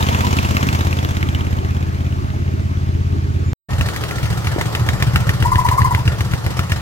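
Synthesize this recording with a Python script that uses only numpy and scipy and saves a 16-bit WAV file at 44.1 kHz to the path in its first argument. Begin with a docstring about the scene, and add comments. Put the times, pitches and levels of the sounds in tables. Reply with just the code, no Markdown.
"""A small rail trolley, twice

Its slow two-cylinder engine thuds and bangs as gas bursts from the exhaust pipes. First it draws away
round a bend, firing evenly, and a small bird calls. After a short silence it pulls through a yard, where
the rear cylinder mostly fires every other cycle and an exhaust whistle chirps for half a second.
Wheels rumble and a breeze touches the microphone."""
import sys
import numpy as np
from scipy import signal
from scipy.fft import rfft, irfft, next_fast_len
from scipy.io import wavfile
from scipy.ndimage import uniform_filter1d

SR = 44100
rng = np.random.default_rng(int(sys.argv[2]) if len(sys.argv) > 2 else 0)


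def to_wav(sig):
    """Store sig (one row per channel, or 1-D mono) as 16-bit WAV at the path in sys.argv[1].

    Samples outside -1..1 are clipped; the rate is SR.
    """
    pcm = np.clip(np.atleast_2d(sig), -1, 1) * 32767
    pcm = np.round(pcm).astype(np.int16)
    wavfile.write(sys.argv[1], SR, pcm.T)  # frames by channels


N = 300317
T = np.arange(N) / SR

# Engine speed: time_s, cycles_per_s
BEND_SPEED = [(0, 16.602), (2, 16.742), (2.5, 17.109), (3.6, 16.779)]
YARD_SPEED = [(3.6, 12.641), (4.1, 13.616), (4.7, 14.416), (5.4, 15.169), (6.85, 15.779)]
# How hard each cylinder thuds: time_s, front_db, rear_db
BEND_THUDS = [(0, -7, -0.5), (.8, -4.5, -0.5), (1.5, -7.5, 0), (2.3, -7.5, -2), (3.05, -4, 2),
              (3.53, -2, 0)]
YARD_THUDS = [(3.69, -8.5, -10), (3.82, -0.5, 0), (3.92, -21, -23), (4.2, -8, -25.5), (4.45, -9.5, -8.5),
              (4.62, -15.5, -26), (4.8, -6, -11.5), (5.0, -6, -4.5), (5.25, -2, -6.5), (5.5, -11, -6),
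              (5.85, -7.5, -4), (6.15, -7.5, -5.5), (6.5, -14, -8), (6.81, -11.5, -4.5)]
# Notes of the exhaust pipes: pitch_hz, level_db, fade_s (a fade is the time to drop 60 dB)
BEND_FRONT_PIPE = [(101.5, 3, 0.088), (178.2, -9, 0.085), (131, -5, 0.095)]
BEND_REAR_PIPE = [(90.2, 0, 0.07), (125, -14, 0.035), (188, -11.5, 0.066)]
YARD_FRONT_PIPE = [(114.3, 6.5, 0.1), (79.2, -2.5, 0.16), (181.5, -14, 0.24)]
YARD_REAR_PIPE = [(88.2, 3.5, 0.096), (118, -7.5, 0.052), (180.5, -4, 0.025)]
# The rear cylinder's loudest bangs: start_s, level_db, pitch_hz
LOUD_BANGS = [(.026, -16, 3690), (.147, -16.5, 2690), (.207, -16.5, 2360), (.267, -17.5, 1250),
              (.387, -14.5, 2710), (.568, -11, 2670), (.689, -16, 2510), (.748, -18.5, 2880),
              (.809, -18.5, 1230), (1.049, -17.5, 1210), (1.228, -19, 1830), (1.348, -19, 2980),
              (3.81, -17, 2700), (3.887, -20.5, 1780), (3.961, -20.5, 1950), (4.036, -20.5, 1980),
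              (4.11, -25, 1940), (4.611, -16, 1910), (4.75, -16, 2660), (4.887, -14.5, 1850),
              (5.024, -12.5, 1980), (5.159, -12, 1338), (5.291, -13, 1830), (5.687, -14.5, 1765),
              (5.947, -17, 2050), (6.077, -18, 2750), (6.206, -17, 1880), (6.591, -16, 1330),
              (6.718, -13, 1780)]
# Rings of the pipe mouth: pitch_hz
MOUTH_HZ = [1373, 1843, 1980, 2833]
# Whistle chirps, stray ones on the bend and a run in the yard: time_s, level_db, pitch_hz
BEND_CHIRPS = [(0.003, -22, 890), (0.113, -19, 916), (0.239, -17, 960)]
YARD_CHIRP_CURVE = [(5.454, -10.5, 948), (5.53, -9.5, 1020), (5.66, -10, 958), (5.79, -8, 1060),
                    (5.91, -12.5, 968), (5.975, -19, 913)]
# The tone of each noise, from low to high: frequency_hz, level_db
SPIT_TONE = [(400, -29), (1000, -1.5), (2000, 5), (3500, -1.5), (5000, -11.5), (9000, -23), (15000, -11)]  # the noise in a bang
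BEND_GAS_TONE = [(590, 0), (1000, 5.5), (1640, -5.5), (2820, -4), (4080, -9.5), (4370, -10.5),
                 (7010, -11.5), (8430, -19), (9350, -19), (11100, -22.5), (13100, -16), (15700, -26)]
YARD_GAS_TONE = [(880, -41), (1500, -3.5), (1830, -3), (2360, -6.5), (2550, -8.5), (2760, -6.5),
                 (3560, -10), (4970, -10), (9240, -18), (11100, -21.5), (13000, -18), (15700, -24)]
BEND_WHEEL_TONE = [(18, -52), (30, -46.5), (59, -7), (91, -13), (292, -10.5), (415, -21.5), (1070, -22),
                   (1190, -19.5), (1460, -24), (2500, -30), (3250, -75), (5500, -120)]
YARD_WHEEL_TONE = [(18, -44), (30, -29.5), (75, -2), (129, -1), (250, -19.5), (323, -14.5), (475, -18.5),
                   (1380, -21), (1640, -39), (1830, -28.5), (2260, -38.5), (5000, -40), (6500, -66),
                   (11000, -120)]
RASP_TONE = [(120, -41), (200, -10.5), (280, 1), (400, -2.5), (480, -19.5), (700, -51.5)]
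AIR_TONE = [(290, 1), (500, -12.5), (621, 3), (707, -4), (1060, -3), (2990, -10.5), (3500, -12.5),
            (6420, -17), (11400, -33.5), (12800, -27.5), (15700, -37)]  # steady background
WIND_TONE = [(15, -18), (25, -7), (45, -4), (80, -22), (150, -55)]
PLATE_TONE = [(1100, -37), (1400, -2.5), (1560, -26), (1800, -4), (1950, -16), (2300, -43)]
JET_TONE = [(2000, -30), (4500, -2.5), (6000, -2.5), (9000, -2), (11500, -6.5), (13500, 0), (15700, -9)]
# How alike a noise is on the left and right: frequency_hz, likeness (1 is the same)
STEREO_LIKENESS = [(40, 0.92), (120, 0.81), (300, 0.27), (1000, 1), (3000, 0.31), (8000, 0.068),
                   (15000, 0.23)]
# Treble fading with distance on the bend: time_s, treble_db
RECEDING = [(0, 1.5), (.6, -0.5), (1.2, -7.5), (2.06, -19.5), (2.7, -28), (3.53, -30)]
# Strength of the pipe rasp and of the breeze: time_s, level_db
RASP_LEVEL = [(0, -36.5), (1.6, -31), (2.3, -34.5), (3.0, -32), (3.3, -33), (3.53, -33)]
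WIND_LEVEL = [(0, -49.5), (2, -34.5), (4.3, -46), (5.0, -33.5), (5.7, -29.5), (6.81, -45)]
# Gas and wheel noise in the yard: time_s, hiss_db, rolling_db
YARD_NOISE = [(3.69, -36.5, -23.5), (3.9, -33, -23.5), (5, -33.5, -22), (5.8, -36, -24), (6.81, -35, -24)]
# How long trackside echoes last: frequency_hz, fade_s
ECHO_FADE = [(100, 0.15), (1000, 0.11), (8000, 0.077)]
# How far the left channel is ahead of the right: frequency_hz, lead_radians
BEND_LEAD = [(0, 0), (100, .4), (300, 1.2), (780, 2.4), (1810, 3.3), (16000, 32)]
YARD_LEAD = [(0, 0), (100, .45), (430, 1.6), (1120, 1.5), (2500, 2.1), (16000, 10.5)]
# Bird calls: start_s, length_s, from_hz, to_hz, level_db
BIRD_CALLS = [(3.26, .07, 7200, 7130, -56), (3.426, 0.095, 7140, 7000, -48)]
# Wheels hitting rail joints, heard only once the yard begins: start_s, level_db, pitch_hz
JOINT_KNOCKS = [(2.9, -6, 56), (4.562, -6, 350), (4.583, -4.5, 610)]

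BEND_END_S, YARD_START_S = 3.5325, 3.6855
BEND_ZERO_S, YARD_ZERO_S = .0283, 3.7327  # the rear firing that counts as cycle 0


def amp(db):
    """Turn decibels into a gain."""
    return 10 ** (np.asarray(db) / 20)


def unit(x):
    """Scale a sound to an average power of 1."""
    return x / np.sqrt(np.mean(x ** 2) + 1e-20)


def at_pitch(points, hz):
    """Read between the rows of a frequency table, on a log scale."""
    known_hz, values = np.transpose(points)
    return np.interp(np.log(hz + 1), np.log(known_hz + 1), values)


def at_time(rows, times):
    """Read between the rows of a time table, giving one curve for each value column."""
    known_s, *columns = np.transpose(rows)
    return [np.interp(times, known_s, column) for column in columns]


def filtered(x, response):
    """Multiply each frequency in a sound by response(hz)."""
    size = next_fast_len(N + SR // 2)
    return irfft(rfft(x, size) * response(np.fft.rfftfreq(size, 1 / SR)), size)[..., :N]


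def noise(tone, patchy_db):
    """Stereo noise of a given tone, with random louder and softer patches."""
    grid = signal.stft(rng.standard_normal((2, N + 512)), nperseg=512)[2]
    patches = uniform_filter1d(uniform_filter1d(rng.standard_normal(grid.shape[1:]), 5, 0), 8, 1)
    pair = signal.istft(grid * amp(patchy_db * unit(patches)), nperseg=512)[1][:, :N]

    def tone_and_width(hz):
        angle = np.arccos(np.clip(at_pitch(STEREO_LIKENESS, hz), -1, 1)) / 2
        return amp(at_pitch(tone, hz)) * [np.cos(angle), np.sin(angle)]

    middle, side = filtered(pair, tone_and_width)
    return unit(np.array([middle + side, middle - side]))


def repeat(times, gains, shape):
    """Place one copy of a shape at each time."""
    inside = (times >= 0) & (times * SR < N - 1)
    clicks = np.bincount((times[inside] * SR).astype(int), gains[inside], N)
    return signal.fftconvolve(clicks, shape)[:N]


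def cycle_times(cycles, speed, zero_s):
    """When the engine has turned through the given cycles."""
    turned = np.cumsum(at_time(speed, T)[0]) / SR
    return np.interp(cycles, turned - turned[round(zero_s * SR)], T, left=-1, right=T[-1] + 1)


def whistle(chirps, answer_hz=960):
    """Exhaust gas blows a whistle: each rising chirp has two fainter after-notes at answer_hz."""
    out, t = np.zeros(N + SR), T[:SR // 30]
    for start_s, db, hz in chirps:
        notes = [(0, .5, .98 * hz, 3, .025), (.026, -7, answer_hz, 3, .024),
                 (.051, -15, answer_hz, 11, .014)]
        for delay_s, note_db, pitch_hz, glide, length_s in notes:
            turns = pitch_hz * (t + glide * t * t / 2) + rng.random()
            tone = np.sin(2 * np.pi * turns) + amp(-20) * np.sin(4 * np.pi * turns)
            flutter = 1 + .42 * np.sin(2 * np.pi * (t * (70 + 70 * rng.random()) + rng.random()))
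            swell = np.sin(np.pi * np.clip(t / length_s, 0, 1) ** .67) ** .77
            out[round((start_s + delay_s) * SR):][:len(t)] += amp(db + note_db) * swell * flutter * tone
    return np.pad(out[130:N], (0, 130))  # each chirp starts to swell 3 ms early


def pipe_thuds(times, db, notes, rise_s):
    """Each firing makes an exhaust pipe ring, starting with a soft dip in pressure."""
    t = T[:SR // 4]
    ring = sum(amp(level - 60 * t / fade_s) * np.sin(2 * np.pi * hz * t) for hz, level, fade_s in notes)
    return repeat(times, amp(db), -ring * (1 - np.exp(-t / rise_s)) ** 2)


def with_loud_bangs(times, db, hz):
    """Give a firing the level and pitch of a listed loud bang within 10 ms of it."""
    db, hz = db.copy(), hz.copy()
    for start_s, level, pitch in LOUD_BANGS:
        nearest = np.argmin(abs(times - start_s))
        if abs(times[nearest] - start_s) < .01:
            db[nearest], hz[nearest] = level, pitch
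    return db, hz


def pipe_bangs(times, db, hz, peak_s):
    """Sharp bangs at the pipe mouth: a spit of noise, one main pitch and the mouth's fainter rings."""
    out, t = np.zeros(N + SR), T[:SR // 40]
    spit = unit(filtered(rng.standard_normal(N), lambda f: amp(at_pitch(SPIT_TONE, f))))
    swell = (t / peak_s * np.exp(1 - t / peak_s)) ** 2
    for start_s, level, pitch, phase in zip(times, db, hz, rng.random(len(times))):
        at = round(start_s * SR)
        tone = np.sin(2 * np.pi * (pitch * t + phase))
        rings = np.sin(2 * np.pi * (np.outer(t, MOUTH_HZ) + rng.random(len(MOUTH_HZ)))).sum(axis=1)
        burst = np.take(spit, at + np.arange(len(t)), mode="wrap")
        out[at:][:len(t)] += amp(level) * swell * (tone + .3 * rings + 1.2 * burst)
    return out[:N]


def puffs(times, gains, rise_s, fade_s):
    """How the flow of gas swells and dies each time a valve opens."""
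    t = T[:SR // 4]
    return repeat(times, gains, amp(-60 * t / fade_s) * (1 - np.exp(-t / rise_s)))


def gas_hiss(db, flow, tone, patchy_db):
    """Escaping gas hisses in step with its flow."""
    return amp(db) * unit(flow * noise(tone, patchy_db))


def wheel_rumble(db, shake, tone, patchy_db):
    """Rolling wheels rumble, louder as each firing shakes the frame."""
    return amp(db) * unit(shake * noise(tone, patchy_db))


def pipe_rasp(flow):
    """Gas swirling inside the pipes makes a low rasp."""
    return amp(at_time(RASP_LEVEL, T)[0]) * unit((1 + .61 * flow) * noise(RASP_TONE, patchy_db=3))


def echoes(x, echo_db, block=4096):
    """Add echoes from track stones, trees and wagons; they keep changing as the trolley moves."""
    out = np.zeros((2, N + SR))
    for at in range(0, N, block):
        if x[at:at + block].any():
            hz, t, grid = signal.stft(rng.standard_normal((2, SR // 5)), SR, nperseg=256)
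            grid *= amp(-60 * t / at_pitch(ECHO_FADE, hz)[:, None])
            tail = signal.istft(grid, SR, nperseg=256)[1]
            tail /= np.linalg.norm(tail, axis=1, keepdims=True)
            echo = signal.fftconvolve(x[None, at:at + block], tail, axes=1)
            out[:, at:at + echo.shape[1]] += echo
    return x + amp(echo_db) * out[:, :N]


def wind():
    """A light breeze rumbles separately in each of the microphone's two openings."""
    rumble = filtered(rng.standard_normal((2, N)), lambda hz: amp(at_pitch(WIND_TONE, hz)))
    return amp(at_time(WIND_LEVEL, T)[0]) * unit(rumble)


def bird():
    """A small bird gives thin, falling whistles from the trees."""
    out = np.zeros(N)
    for start_s, length_s, from_hz, to_hz, db in BIRD_CALLS:
        progress = np.clip((T - start_s) / length_s, 0, 1)
        hz = from_hz + (to_hz - from_hz) * progress
        out += amp(db) * np.sin(np.pi * progress ** 1.6) * np.sin(2 * np.pi * np.cumsum(hz) / SR)
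    return out


def plate_rattle(db, shake):
    """Loose plates in the frame rattle along with the firings."""
    return amp(db) * unit(shake * noise(PLATE_TONE, patchy_db=5))


def joint_knocks():
    """Wheels cross rail joints with dull blows that die within a few vibrations."""
    out, t = np.zeros(N + SR), T[:SR // 10]
    for start_s, db, hz in JOINT_KNOCKS:
        out[round(start_s * SR):][:len(t)] -= amp(db - 8.5 * hz * t) * np.sin(2 * np.pi * hz * t)
    return out[:N]


def whistle_jet(times, db):
    """Gas rushes through the whistle, starting just before each chirp."""
    return puffs(times - .007, amp(db), rise_s=.0093, fade_s=.12) * noise(JET_TONE, patchy_db=.5)


def bend():
    """Both cylinders fire in every cycle; the treble fades as the trolley draws away."""
    cycles = np.arange(60)
    front = cycle_times(cycles - .37, BEND_SPEED, BEND_ZERO_S)
    rear = cycle_times(cycles, BEND_SPEED, BEND_ZERO_S)
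    front_luck, rear_luck, bang_luck, pitch_luck = rng.standard_normal((len(rear), 4)).T
    front_db, rear_db = at_time(BEND_THUDS, rear)
    thuds = pipe_thuds(front, front_db + .7 * front_luck, BEND_FRONT_PIPE, rise_s=.0033)
    thuds += pipe_thuds(rear, rear_db + .7 * rear_luck, BEND_REAR_PIPE, rise_s=.0016)
    bang_db = -21.5 + .62 * at_time(RECEDING, rear)[0] + 1.6 * bang_luck
    bang_db, bang_hz = with_loud_bangs(rear, bang_db, 2700 * np.exp(.17 * pitch_luck))
    bangs = pipe_bangs(rear - .0022, bang_db, bang_hz, peak_s=.0013)
    treble_db, = at_time(RECEDING, T)
    puff_gains = amp(3 * np.r_[front_luck, rear_luck])
    flow = .49 + puffs(np.r_[front, rear - .0015], puff_gains, rise_s=.0007, fade_s=.045)
    hiss = gas_hiss(-25.5 + treble_db, flow, BEND_GAS_TONE, patchy_db=1.5)
    rolling = wheel_rumble(-25 + .37 * treble_db, 1 + .5 * flow, BEND_WHEEL_TONE, patchy_db=3)
    rasp = pipe_rasp(flow)
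    # Distance and the bank beside the line dull the bangs and thuds.
    bangs = filtered(bangs, lambda hz: 1 / (1 + 1j * hz / 9000))
    muffled = amp(-1.5) * filtered(thuds, lambda hz: 1 / (1 + (hz / 175) ** 4))
    far = np.clip(T / 4.1, 0, .9)
    exhaust = echoes((1 - far) * thuds + far * muffled, echo_db=-17)
    sharp = echoes(bangs + bird() + whistle(BEND_CHIRPS), echo_db=-13)
    air = amp(-37.5) * noise(AIR_TONE, patchy_db=-1)
    return exhaust + sharp + rasp + hiss + rolling + air


def yard(skip_after=8):
    """The front cylinder fires in every cycle; after cycle skip_after the rear one misses the odd ones."""
    cycles = np.arange(-1, 46)
    rear_cycles = np.r_[0:skip_after, skip_after:cycles[-1]:2]
    front = cycle_times(cycles - .373, YARD_SPEED, YARD_ZERO_S)
    rear = cycle_times(rear_cycles, YARD_SPEED, YARD_ZERO_S)
    front_luck, puff_luck = rng.standard_normal((len(front), 2)).T
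    bang_luck, rear_luck = rng.standard_normal((len(rear), 2)).T
    front_db = at_time(YARD_THUDS, front)[0] + 1.6 * front_luck
    rear_db = at_time(YARD_THUDS, rear)[1] + .54 * rear_luck
    thuds = pipe_thuds(front, front_db, YARD_FRONT_PIPE, rise_s=.0049)
    thuds += pipe_thuds(rear + .00091, rear_db, YARD_REAR_PIPE, rise_s=.0016)
    # Fuel that waited a cycle bangs harder, and a harder bang spits more gas.
    bang_db = np.where(rear_cycles > skip_after, -19.5, -27) + 1.6 * bang_luck
    bang_db, bang_hz = with_loud_bangs(rear, bang_db, rng.choice(MOUTH_HZ, len(rear)))
    flow = .47 + puffs(front, amp(1.8 * puff_luck), rise_s=.0019, fade_s=.1)
    flow += puffs(rear, amp(.83 * (bang_db + 22.5)), rise_s=.0015, fade_s=.08)
    chirp_s = cycle_times(np.arange(24, 33) + .44, YARD_SPEED, YARD_ZERO_S)  # one chirp a cycle
    chirp_db, chirp_hz = at_time(YARD_CHIRP_CURVE, chirp_s)
    hiss_db, rolling_db = at_time(YARD_NOISE, T)
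    hiss = gas_hiss(hiss_db, flow, YARD_GAS_TONE, patchy_db=2) + whistle_jet(chirp_s, chirp_db - 13)
    shake = 1 + 1.14 * flow
    rolling = wheel_rumble(rolling_db, shake, YARD_WHEEL_TONE, patchy_db=1.5)
    rattle = plate_rattle(rolling_db - 18, shake)
    bangs = pipe_bangs(rear - .0005, bang_db, bang_hz, peak_s=.0021)
    chirps = echoes(whistle(zip(chirp_s, chirp_db, chirp_hz)), echo_db=-13)
    chirps *= amp([[1.5], [-1.5]])  # a little to the left
    return echoes(thuds + bangs + joint_knocks(), echo_db=-14.5) + chirps + hiss + rolling + rattle


def microphone(x, lead):
    """Sound reaches the left opening first; both sides lose the deepest bass."""
    def response(hz):
        radians = np.interp(hz, *np.transpose(lead))
        return np.exp(np.outer([.5j, -.5j], radians)) * hz ** 2 / (hz ** 2 + 46 ** 2)

    return filtered(x, response)


def scene():
    """The bend stops dead; after a short silence the yard fades in quickly."""
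    bend_on = T < BEND_END_S
    yard_on = np.clip((T - YARD_START_S) / .0087, 0, 1)
    on_bend = microphone(bend(), BEND_LEAD) * bend_on
    in_yard = microphone(yard(), YARD_LEAD) * yard_on * amp([[.3], [-.3]])
    return on_bend + in_yard + wind() * (bend_on + yard_on)


def record(dry):
    """Round off the highest peaks and keep nothing above 16 kHz."""
    soft = dry / (1 + np.abs(dry) ** 8) ** (1 / 8)
    return filtered(soft, lambda hz: hz < 16000)


dry = scene()
out = record(dry)
to_wav(out)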